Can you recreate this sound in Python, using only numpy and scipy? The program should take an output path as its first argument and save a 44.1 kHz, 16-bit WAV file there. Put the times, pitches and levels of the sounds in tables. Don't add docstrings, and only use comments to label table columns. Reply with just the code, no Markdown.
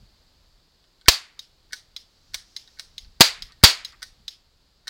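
import sys
import numpy as np
from scipy import signal
from scipy.fft import rfft, irfft, next_fast_len
from scipy.io import wavfile
from scipy.ndimage import map_coordinates

SR = 44100
rng = np.random.default_rng(int(sys.argv[2]) if len(sys.argv) > 2 else 0)


def pcm_store(signal):
    levels = np.round(np.clip(np.atleast_2d(signal), -1, 1) * 32767)
    wavfile.write(sys.argv[1], SR, levels.astype(np.int16).T)


N = 215693
T = np.arange(SR // 2) / SR
CLOCK = np.arange(N) / SR
STRIKE_RISE_S = 0.0013

# start_s, blast_db, blast_t60_s, echo_db, tilt_db_per_octave,
# push_db, push_hz, push_t60_s, lock_db
CAP_SHOTS = [(1.083, 5, 0.041, -18, 0.64, -1, 46, 0.032, -38),
             (3.207, 6.5, 0.06, -16.5, 0.07, 19.5, 128.6, 0.0067, -68),
             (3.637, 8, 0.062, -16, 0.04, 16, 75, 0.022, -54)]
# start_s, level_db, ring_db, sear_db, lock_db
DEAD_PULLS = [(1.7311, -19.5, -4, -16, -50), (2.3431, -13.5, -25, -25.5, -64),
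              (2.7952, -23.5, -13, -18.5, -52), (4.0277, -21, -16, -14, -64),
              (4.8787, -21.5, -15, -11, -64)]
# frequency_hz, level_db
CLACK_COLOUR = [(150, -39), (400, -23.5), (800, -18), (1200, -14.5), (1900, -8), (2700, -15.5), (3900, -2),
                (4800, -1), (5900, -5), (7400, -18), (8400, -14), (12500, -25), (16000, -24)]
# pitch_hz, level_db, t60_s
FRAME_MODES = [(1514, 0, 0.048), (1694, -7, .04), (1844, -4.5, 0.087), (2190, -2.5, .032),
               (2300, -3, 0.026), (3754, 3.5, 0.024), (5870, 1, 0.036), (8140, -3, 0.011)]


def amp(db):
    return 10 ** (np.asarray(db) / 20)


def unit(x):
    return x / np.sqrt(np.mean(x ** 2) + 1e-20)


def along(points, hz):
    knots_hz, values = np.transpose(points)
    return np.interp(np.log(hz + 1), np.log(knots_hz + 1), values)


def fade(t60, t=T):
    return np.exp(-np.log(1000) * t / np.maximum(t60, 1e-4))


def swell(middle_s, half_s, t=CLOCK):
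    return np.exp(-((t - middle_s) / half_s) ** 2)


def wobble(rate):
    return map_coordinates(rng.standard_normal(int(N * rate / SR) + 4), [CLOCK * rate])


def add(track, start_s, sound):
    start = max(round(start_s * SR), 0)
    part = track[start:start + len(sound)]
    part += sound[:len(part)]


def coloured(x, spectrum):
    size = 2 * next_fast_len(len(x))
    gain = unit(amp(along(spectrum, np.fft.rfftfreq(size, 1 / SR))))
    cepstrum = irfft(np.log(np.maximum(gain, 1e-6)))
    cepstrum[1:size // 2] *= 2
    cepstrum[size // 2 + 1:] = 0
    return irfft(rfft(x, size) * np.exp(rfft(cepstrum)))[:len(x)]


def burst(envelope):
    noise = rng.standard_normal(len(T)) * envelope
    return unit(noise) * np.sqrt(np.mean(envelope ** 2))


def contact(rise_s, t60):
    return burst(np.minimum(T / rise_s, 1) ** 2 * fade(t60, np.maximum(T - rise_s, 0)))


def ring(modes, rise_s):
    tones = np.zeros(len(T))
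    for hz, db, t60 in modes:
        strength, detune, phase = rng.standard_normal(3)
        cycles = hz * (1 + 0.00077 * detune) * T + phase
        tones += amp(db + 2 * strength) * fade(t60) * np.sin(2 * np.pi * cycles)
    return tones * np.minimum(T / rise_s, 1) ** 2


def garden_air():
    # time_s, level_db
    hiss_levels = [(0, -62.5), (.7, -65), (2.6, -63.5), (4.15, -63), (4.45, -66)]
    # frequency_hz, level_db
    air_colour = [(100, -6), (350, -8), (700, -11), (1300, -13), (2400, -16.5), (3300, -12.5), (4000, -8),
                  (4700, -5.5), (5800, -18.5), (7500, -19.5), (9000, -27.5), (16000, -28.5)]
    level = amp(np.interp(CLOCK, *np.transpose(hiss_levels)))
    return level * unit(coloured(rng.standard_normal(N), air_colour))


def breeze(calm_db=-65.5, gust_db=8, flutter_db=1.5):
    # frequency_hz, level_db
    wind_colour = [(12, -25.5), (20, 4.5), (51, 0), (216, -18.5), (274, -29.5), (300, -32.5), (390, -45),
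                   (660, -120)]
    # middle_s, level_db
    puffs = [(0.02, -50.5), (2.34, -55), (3.063, -53.5), (3.429, -52), (4.217, -53)]
    rumble = unit(coloured(rng.standard_normal(N), wind_colour))
    flow = amp(calm_db + gust_db * swell(3.55, half_s=0.6) + flutter_db * wobble(rate=5.6))
    flow += sum(amp(db) * swell(middle_s, half_s=0.035) for middle_s, db in puffs)
    return flow * rumble


def pawl(lock_lead_s=0.025):
    # start_s, level_db
    reseat_ticks = [(0.840, -51), (1.0117, -44), (2.675, -43), (3.046, -45), (3.520, -38), (3.922, -42)]
    # frequency_hz, level_db
    tick_colour = [(300, -35), (1000, -24), (1900, -14.5), (2700, -13.5), (3800, -2.5), (4650, 2.5),
                   (5800, -14), (8000, -20), (16000, -39.5)]
    locks = [(start_s - lock_lead_s, lock_db) for start_s, *_, lock_db in CAP_SHOTS + DEAD_PULLS]
    for events, tick_db, ring_db in [(reseat_ticks, -0.5, -15), (locks, -5, 0.5)]:
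        for start_s, db in events:
            tick = amp(tick_db) * coloured(contact(STRIKE_RISE_S, t60=0.0061), tick_colour)
            tick += amp(ring_db) * ring(FRAME_MODES[:4], rise_s=0.004)
            yield start_s, amp(db) * (walls(tick, db=1) + amp(-13.5) * garden_echo(tick, tick_colour))


def walls(x, db):
    # delay_s, level_db
    reflections = [(.0045, -6.5), (.0062, -16.5), (.009, -15), (0.012, -15)]
    out = x.copy()
    for delay_s, level_db in reflections:
        add(out, delay_s + 0.00013 * rng.standard_normal(), amp(level_db + db) * x)
    return out


def garden_echo(x, spectrum):
    # frequency_hz, t60_s
    tail_decay = [(150, 0.39), (600, 0.36), (2000, 0.48), (4500, 0.2747), (8000, 0.2924), (15000, 0.18)]
    # frequency_hz, gain_db
    tail_colour = [(100, -12.5), (500, -1.5), (1100, -1.5), (2000, 0), (3700, 2.5), (4700, 5), (5700, 4.5),
                   (15000, 7.5)]
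    hz, t, bands = signal.stft(rng.standard_normal(len(T)), SR, nperseg=256)
    bands *= fade(along(tail_decay, hz)[:, None], t)
    bands *= amp(along(tail_colour, hz) + along(spectrum, hz))[:, None]
    tail = signal.istft(bands, SR, nperseg=256)[1][:len(T)]
    tail *= (1 - np.exp(-T / 0.021)) * (1 + swell(0.047, half_s=0.039, t=T))
    return tail * np.linalg.norm(x) / np.linalg.norm(tail)


def sear():
    scrape = coloured(contact(rise_s=0.00051, t60=0.06), CLACK_COLOUR)
    return amp(-5) * scrape + amp(-4.5) * ring(FRAME_MODES[:4], rise_s=0.0024)


def caps(sear_lead_s=0.007, sear_db=-31):
    # frequency_hz, level_db
    blast_colour = [(120, -37.5), (300, -21.5), (650, -13), (1200, -10), (1700, -11), (2200, -9),
                    (2900, -9.5), (3600, -6), (4200, -3), (4620, 0.5), (5100, -6.5), (5900, -12.5),
                    (7000, -14.5), (8200, -21), (12000, -26), (16000, -24.5)]
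    for start_s, db, t60, echo_db, tilt_db, push_db, push_hz, push_t60, _ in CAP_SHOTS:
        colour = [(hz, level_db + tilt_db * np.log2(hz)) for hz, level_db in blast_colour]
        shock_front, gas_rush = 0.97 * fade(0.018), fade(t60)
        crack = coloured(burst(shock_front + gas_rush), colour)
        yield start_s - sear_lead_s, amp(sear_db) * sear()
        yield start_s, amp(db) * (walls(crack, db=-10) + amp(echo_db) * garden_echo(crack, colour))
        yield start_s, amp(push_db) * gas_shove(push_hz, push_t60)


def gas_shove(hz, t60):
    swing = np.sin(2 * np.pi * hz * T) * fade(t60)
    return np.gradient(swing, T) / (2 * np.pi * hz)


def far_echo(delay_s=0.3, far_db=-46):
    # frequency_hz, level_db
    house_colour = [(600, -30), (1050, -14), (1260, -3.5), (1500, -13), (1900, -8), (3000, -19),
                    (6000, -60)]
    longest_t60 = max(t60 for _, _, t60, *_ in CAP_SHOTS)
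    envelope = np.zeros(N)
    for start_s, db, t60, echo_db, *_ in CAP_SHOTS:
        strength = amp(db + echo_db + far_db) * t60 / longest_t60
        envelope += strength * swell(start_s + delay_s, half_s=0.015)
    return envelope * unit(coloured(rng.standard_normal(N), house_colour))


def trigger():
    # start_s, level_db
    releases = [(1.3919, -22), (1.9634, -21.5), (2.5642, -19.5), (2.98, -22), (3.4222, -20), (3.848, -18),
                (4.2799, -19.5)]
    # frequency_hz, level_db
    click_colour = [(200, -29), (600, -40), (1100, -28), (2000, -16), (2600, -18.5), (3300, -5.5),
                    (3900, 5), (4400, -6), (5200, -2.5), (6100, -15), (7800, -21.5), (10700, -26),
                    (13000, -31), (16000, -28.5)]
    # frequency_hz, level_db
    echo_colour = [(300, -35), (1100, -25.5), (1900, -13.5), (2600, -11.5), (3400, -1), (4400, -2.5),
                   (5200, 2), (6100, -11), (8000, -19), (16000, -26)]
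    # pitch_hz, level_db, t60_s
    spring_modes = [(2102, -6, 0.036), (3680, 14.5, 0.0085), (3833, -6.5, 0.015), (4800, -5.5, 0.067),
                    (5183, -3, 0.044), (6500, -6.5, 0.075)]
    for start_s, db in releases:
        snap = coloured(contact(STRIKE_RISE_S, t60=0.018), click_colour)
        snap += amp(-12) * ring(spring_modes, rise_s=0.0045)
        at_mic = walls(snap, db=-2.5) + amp(-12.5) * garden_echo(snap, echo_colour)
        yield start_s - STRIKE_RISE_S / 2, amp(db - 3) * at_mic


def hammer(sear_lead_s=0.0081):
    for start_s, db, ring_db, sear_db, _ in DEAD_PULLS:
        strike = contact(STRIKE_RISE_S, t60=0.015)
        chatter = amp(-13.5) * contact(rise_s=0.0026, t60=0.065)
        blow = coloured(strike + chatter, CLACK_COLOUR)
        blow += amp(ring_db) * ring(FRAME_MODES, rise_s=0.00134)
        yield start_s - sear_lead_s, amp(db + sear_db) * sear()
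        at_mic = walls(blow, db=-2) + amp(-11.5) * garden_echo(blow, CLACK_COLOUR)
        yield start_s - STRIKE_RISE_S / 2, amp(db - 4) * at_mic


def leaves(db=-63):
    # frequency_hz, level_db
    leaf_colour = [(1000, -21.5), (3000, -7), (5500, 3.5), (7700, -9.5), (9000, -17.5), (16000, -27)]
    return amp(db) * swell(2.6, half_s=0.4) * unit(coloured(rng.standard_normal(N), leaf_colour))


def scene():
    gun = np.zeros(N)
    for start_s, sound in [*caps(), *hammer(), *trigger(), *pawl()]:
        add(gun, start_s, sound)
    return (gun + far_echo() + garden_air() + breeze() + leaves())[None]


def record(dry, ceiling=0.92, top_hz=16000):
    clipped = dry / (1 + np.abs(dry / ceiling) ** 8) ** (1 / 8)
    return signal.sosfilt(signal.butter(18, top_hz, fs=SR, output="sos"), clipped)


dry = scene()
out = record(dry)
pcm_store(out)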